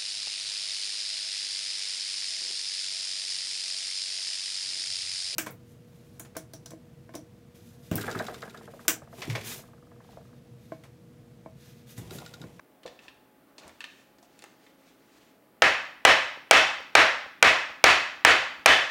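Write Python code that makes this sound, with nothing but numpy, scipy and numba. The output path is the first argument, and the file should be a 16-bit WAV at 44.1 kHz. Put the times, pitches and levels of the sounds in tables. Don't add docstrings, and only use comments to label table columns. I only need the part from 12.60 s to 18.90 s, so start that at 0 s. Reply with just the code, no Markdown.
import sys
import numpy as np
from scipy import signal
from scipy.fft import rfft, irfft
from scipy.io import wavfile
from scipy.ndimage import uniform_filter1d
from numba import njit

SR = 44100
rng = np.random.default_rng(int(sys.argv[2]) if len(sys.argv) > 2 else 0)


def materialize(psi):
    bounded = np.clip(np.atleast_2d(psi).T, -1, 1)
    quanta = np.round(bounded * 32767).astype(np.int16)
    wavfile.write(sys.argv[1], SR, quanta)


def volts_from_db(level):
    exponent = np.asarray(level, float) / 20
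    return 10 ** exponent


N = 277830


def coloured(x, points):
    hz, db = np.transpose(points)
    f = np.arange(len(x) // 2 + 1) * SR / len(x) + 1
    gain_db = np.interp(np.log(f), np.log(hz), db)
    return irfft(rfft(x) * volts_from_db(gain_db), len(x))


def unit(x):
    return x / np.sqrt(np.mean(x ** 2))


def band(x, lo_hz, hi_hz):
    edges_hz = [lo_hz, min(hi_hz, SR / 2.2)]
    return signal.sosfilt(signal.butter(2, edges_hz, "band", fs=SR, output="sos"), x)


def fade(t, t60):
    return np.exp(-np.log(1000) * t / t60)


def ring(t, hz, db, t60):
    modes = fade(t, t60[:, None]) * np.sin(2 * np.pi * hz[:, None] * t)
    return np.sum(volts_from_db(db)[:, None] * modes, axis=0)


def add(out, start_s, sound):
    i = int(start_s * SR)
    out[i:i + len(sound)] += sound[:len(out) - i]


def walk(rate_hz):
    k = int(SR / rate_hz)
    steps = np.repeat(rng.standard_normal(N // k + 1), k)
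    smooth = uniform_filter1d(uniform_filter1d(steps, k), k)
    return unit(smooth[:N])


# pitch_hz, density_db
HUM_COLOUR = [(15, -52), (25, -17), (64, -10), (102, -20.5), (157, -5), (293, 1.3), (394, -2.5), (531, -6),
              (754, -8), (840, -12), (1190, -12), (2110, -17.5), (6560, -30.5), (14800, -24.5),
              (16000, -22)]
# pitch_hz, rms_db
MOTOR_LINES = [(120, -74.5), (272, -66.5), (538.3, -70), (635.2, -71), (845.2, -69.5)]
HUM_DB = -63.5


def hum():
    noise = unit(coloured(rng.standard_normal(N), HUM_COLOUR))
    waver = volts_from_db(0.58 * walk(1.6)) - 1
    out = volts_from_db(HUM_DB + 3.0) * (noise + band(noise, 144, 1100) * waver)
    for pitch_hz, rms_db in MOTOR_LINES:
        level = volts_from_db(rms_db - 2.0 + 2.0 * walk(7.3))
        drifting_hz = pitch_hz * (1 + 0.00616 * walk(7.2))
        out += level * np.sin(2 * np.pi * np.cumsum(drifting_hz) / SR)
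    return out


# pitch_hz, t60_s
REVERBERATION = [(50, 0.41), (100, 0.46), (200, 0.42), (400, 0.37), (900, 0.59), (2000, .56), (4000, 0.55),
                 (7000, 0.51), (11000, 0.38), (16000, 0.44)]
ECHO_BUILD_S = 0.068


def echo():
    hz, t60 = np.transpose(REVERBERATION)
    f, frames, z = signal.stft(rng.standard_normal(SR * 3 // 4), SR, nperseg=512)
    band_t60 = np.interp(np.log(f + 1), np.log(hz), t60)
    z = z * fade(frames, band_t60[:, None])
    response = signal.istft(z, SR, nperseg=512)[1]
    t = np.arange(len(response)) / SR
    far_walls = np.where(t < .016, .85, 1)
    return response * (1 - fade(t, ECHO_BUILD_S)) * far_walls


# delay_s, level_db
REFLECTIONS = [(.0034, -16), (.0061, -12), (.019, -44), (.023, -29.5), (.034, -25.5)]


def walls(x):
    dull = signal.lfilter(*signal.butter(1, 5000, fs=SR), x)
    return x + sum(volts_from_db(level_db) * np.roll(dull, int(delay_s * SR)) for delay_s, level_db in REFLECTIONS)


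# pitch_hz, level_db
ECHO_COLOUR = [(20, -22), (60, -4.5), (150, 1), (400, -0.8), (6000, -0.5), (16000, -13)]


def room(x, wet_db):
    return walls(x) + volts_from_db(wet_db) * signal.fftconvolve(x, coloured(echo(), ECHO_COLOUR))[:N]


# pitch_hz, level_db, t60_s
TOUCHED_MODES = [(1050, -19, 0.065), (1820, -9, 0.022), (2600, -15.5, 0.026), (3610, -14.5, .02),
                 (4220, -16, 0.016), (5900, -26, 0.013), (6940, -22, 0.015)]
OFF_PITCH_DB_PER_OCT2, TOUCH_SCATTER_DB, TOUCH_DETUNE = 5, 2, .022


def touched_slat(t, spot_hz):
    hz, db, t60 = np.transpose(TOUCHED_MODES)
    chance = rng.standard_normal((2, len(hz)))
    off_db = OFF_PITCH_DB_PER_OCT2 * np.log2(hz / spot_hz) ** 2 + TOUCH_SCATTER_DB * chance[0]
    rings = ring(t, hz * (1 + TOUCH_DETUNE * chance[1]), db - off_db, t60)
    rings += ring(t, spot_hz * np.array([.98, 1.025]), np.full(2, -15.5), np.full(2, 0.023))
    rattle = band(rng.standard_normal(len(t)), spot_hz / 2.2, spot_hz * 1.5) * fade(t, 0.08)
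    return (rings + volts_from_db(-9) * rattle) * (1 - fade(t, .004))


# start_s, peak_db, spot_hz, tick_db, knock_db
FINGER_KNOCKS = [(0.2326, -36.5, 2900, -11, -10), (0.2608, -30, 3930, -20, 2.5),
                 (0.2767, -31, 3330, -25, -13), (0.39, -35.5, 2600, -33, -21), (0.481, -30, 2600, -33, -30),
                 (0.9812, -30, 4280, -20, -7), (0.9984, -42, 4230, -6, -11), (1.033, -39, 2480, -21, -13),
                 (1.079, -42, 5500, 4, -3), (1.0934, -39, 2390, -6, 1), (1.2054, -22, 2600, -16, -26),
                 (1.2407, -21.5, 2600, -15, -25), (1.584, -47, 4500, -5, 0), (1.627, -44.5, 5900, -10, -1),
                 (1.7908, -38.5, 3100, 0, -17), (1.8222, -37, 4370, -3, -4),
                 (1.8398, -32.5, 2000, -2.5, -8), (2.0648, -39, 2090, -23, -11)]


def knocks():
    out, t = np.zeros(N), np.arange(SR // 8) / SR
    for start_s, peak_db, spot_hz, tick_db, knock_db in FINGER_KNOCKS:
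        noise = rng.standard_normal((2, len(t)))
        tick = volts_from_db(tick_db - 1.5) * band(noise[0], 5000, 10400) * fade(t, 0.01)
        knock = volts_from_db(knock_db + 5.5) * band(noise[1], 210, 940) * fade(t, 0.039)
        add(out, start_s, volts_from_db(peak_db) * (touched_slat(t, spot_hz) + tick + knock))
    return out


# start_s, peak_db, pitch_hz
FLOOR_THUDS = [(0.255, -31.5, 503), (.256, -38, 730), (.257, -45, 1040), (.272, -37, 502), (.29, -62, 70),
               (.48, -66, 65), (1.051, -53, 76), (1.056, -55, 170), (1.058, -50, 386), (.982, -51, 784),
               (1.84, -45.5, 830), (1.841, -51, 1300), (1.629, -50, 700)]
THUD_T60_S, THUD_SLOPE = .14, 0.58


def thuds():
    out, t = np.zeros(N), np.arange(SR // 8) / SR
    for start_s, peak_db, pitch_hz in FLOOR_THUDS:
        t60_s = THUD_T60_S * (100 / pitch_hz) ** THUD_SLOPE
        envelope = fade(t, t60_s) * (1 - fade(t, t60_s / 25))
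        add(out, start_s, volts_from_db(peak_db) * np.sin(2 * np.pi * pitch_hz * t) * envelope)
    return out


# middle_s, half_length_s, rub_db, scrape_db
PALM_STROKES = [(.1, 0.11, -92, -87), (0.327, 0.037, -69, -68), (0.45, 0.038, -60.5, -62.5),
                (0.544, 0.049, -81, -72), (.9, 0.035, -83, -69), (1.05, 0.056, -62, -54),
                (1.326, 0.16, -64.5, -77), (1.65, 0.011, -64, -67), (1.737, 0.055, -69, -77),
                (1.86, 0.072, -64, -65), (2.053, 0.081, -68, -76), (2.28, 0.13, -68, -78),
                (2.586, 0.13, -65.5, -72)]
# pitch_hz, level_db
PALM_COLOUR = [(900, -10), (1800, -3), (2600, -3.5), (4500, -7), (7000, -10), (11000, -19), (15000, -27)]


def rubbing():
    out, t = np.zeros(N), np.arange(N) / SR
    rub = unit(coloured(rng.standard_normal(N), PALM_COLOUR)) * volts_from_db(1.8 * walk(59.1))
    scrape = unit(band(rng.standard_normal(N), 150, 1200)) * volts_from_db(2.5 * walk(30))
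    for middle_s, half_length_s, rub_db, scrape_db in PALM_STROKES:
        stroke = np.exp(-((t - middle_s) / half_length_s) ** 2)
        out += stroke * (volts_from_db(rub_db) * rub + volts_from_db(scrape_db) * scrape)
    return out


def head_contact(t):
    push = np.exp(-((t - .00014) / .00007) ** 2)
    suction = np.exp(-((t - .00031) / .00009) ** 2)
    return push - .8 * suction


def joint_crack(t):
    burst = band(rng.standard_normal(len(t)), 4500, 7530)
    return burst * fade(t, 0.0054) * (1 - fade(t, 0.0006))


# pitch_hz, level_db, t60_s
RAIL_MODES = [(65, -56, 0.14), (99, -37, 0.075), (188, -23, 0.034), (260, -18.5, 0.026), (560, -16, 0.026),
              (663, 5.5, 0.013), (771, -19.5, 0.12), (1300, -6.5, 0.045), (1581, -1, 0.03),
              (1740, -4, 0.02), (1940, -27, 0.027), (2278, 4, 0.016), (2786, -17, 0.026),
              (3100, -14.5, 0.03), (4050, -4, 0.0043), (3960, -6, 0.0028), (4670, -11.5, 0.0048),
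              (6500, -35, .005), (7080, -17, 0.0026)]


def struck_rails(t, crack_db, bass_db, slat_db, tuning):
    hz, db, t60 = np.transpose(RAIL_MODES)
    chance = rng.standard_normal((2, len(hz)))
    tilt_db = bass_db * (hz < 900) + crack_db * (hz > 3500) + slat_db * (np.abs(hz - 2800) < 500)
    rails = ring(t, hz * tuning * (1 + .015 * chance[0]), db + tilt_db + 1.5 * chance[1], t60)
    rails += volts_from_db(10.0) * band(rng.standard_normal(len(t)), 846, 3080) * fade(t, 0.021)
    return rails * (1 - fade(t, 0.011))


# pitch_hz, half_width_hz, level_db
SLAT_MODES = [(540, 35, 3), (635, 35, 3), (785, 40, 2.5), (1450, 120, 1), (1750, 120, 1.5), (2570, 100, 4),
              (3050, 110, 3), (3450, 130, 2.5), (4000, 100, 1.5), (4550, 90, 3), (5500, 150, 3.5),
              (6900, 200, 2)]


def slat_rings(x, slat_db, tuning):
    hz, width, db = np.transpose(SLAT_MODES)
    lift_db = db + slat_db * (np.abs(hz - 3100) < 700) + 1.5 * rng.standard_normal(len(hz))
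    f = np.arange(len(x) // 2 + 1) * SR / len(x)
    bumps = lift_db[:, None] * np.exp(-((f - hz[:, None] * tuning) / width[:, None]) ** 2)
    return irfft(rfft(x) * volts_from_db(bumps.sum(axis=0)), len(x))


# pitch_hz, level_db
FRAME_SPREAD = [(24, -64), (40, -34), (69, -17), (194, -21), (320, -10), (392, -10.5), (529, -6), (942, -8),
                (2050, -1.5), (2320, -6.5), (2570, -6), (3220, -12), (5440, -21.5), (12800, -43),
                (16000, -52.5)]
LATE_SWELL_S, LATE_SWELL_SPREAD_S, LATE_SWELL_DB = 0.062, 0.015, 1.5


def blow_echo(shared, blow_db, crack_db, bass_db, slat_db, tuning):
    tail = unit(coloured(.75 * shared + .65 * echo(), FRAME_SPREAD))
    tail = coloured(tail, [(300, bass_db), (1200, 0), (2500, 0), (6000, crack_db / 2)])
    tail = slat_rings(tail, slat_db, tuning)
    t = np.arange(len(tail)) / SR
    swell_db = LATE_SWELL_DB * volts_from_db(blow_db) * np.exp(-((t - LATE_SWELL_S) / LATE_SWELL_SPREAD_S) ** 2)
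    return volts_from_db(blow_db - 25 + swell_db) * tail * (1 - fade(t, .004))


# start_s, strength_db, contact_db, hardness_db
MALLET_BLOWS = [
    (3.0202, -3.5, -1, -1),
    (3.4506, 1, 8.5, 1),
    (3.9102, 2, -2, 5),
    (4.352, 1.5, 0.5, -1),
    (4.8265, .5, 10.5, 0.5),
    (5.2403, 2, -1, 2.5),
    (5.64927, 1, 11, 1),
    (6.05956, 1.5, 6, 5),
]
BASS_DB, SLAT_PER_HARDNESS = 0.5, 0.58
RING_PER_HARDNESS = 0.13
DETUNE = .01


def mallet():
    near, far, t = np.zeros(N), np.zeros(N), np.arange(SR // 8) / SR
    shared = echo()
    for start_s, blow_db, contact_db, crack_db in MALLET_BLOWS:
        slat_db = SLAT_PER_HARDNESS * crack_db
        tuning = 1 + DETUNE * rng.standard_normal()
        rails = struck_rails(t, crack_db, BASS_DB, slat_db, tuning)
        rails_db = blow_db - 0.8 + RING_PER_HARDNESS * crack_db
        add(near, start_s, volts_from_db(blow_db + contact_db - 3.0) * head_contact(t))
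        add(near, start_s + .0003, volts_from_db(rails_db) * rails)
        add(near, start_s + .0008, volts_from_db(blow_db + crack_db + 3) * joint_crack(t))
        add(far, start_s + 0.000923, blow_echo(shared, blow_db, crack_db, BASS_DB, slat_db, tuning))
    return walls(band(near, 280, 18000)) + far


def scene():
    handling = knocks() + thuds() + rubbing()
    return (hum() + room(handling, wet_db=-37.0) + mallet())[None]


@njit
def follow(x, attack, release):
    out, e = np.empty(len(x)), 0.
    for i in range(len(x)):
        e += (abs(x[i]) - e) * (attack if abs(x[i]) > e else release)
        out[i] = e
    return out


def low_pass(x):
    return signal.sosfilt(signal.butter(12, 17090, fs=SR, output="sos"), x)


LIMIT_DB, LIMIT_ATTACK_S, LIMIT_RELEASE_S = -11, 0.0029, 0.022


def record(dry):
    peak = follow(dry[0], 1 / (LIMIT_ATTACK_S * SR), 1 / (LIMIT_RELEASE_S * SR))
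    held = dry * np.minimum(1, volts_from_db(LIMIT_DB) / (peak + 1e-9))
    held = signal.sosfilt(signal.ellip(8, .2, 70, 15850, fs=SR, output="sos"), held)
    clipped = held / (1 + np.abs(held / .8) ** 6) ** (1 / 6)
    passed = signal.sosfilt(signal.butter(2, 50, "high", fs=SR, output="sos"), clipped)
    passed = signal.sosfilt(signal.ellip(8, .2, 70, 16650, fs=SR, output="sos"), passed)
    return low_pass(passed)


dry = scene()
out = record(dry)
materialize(out)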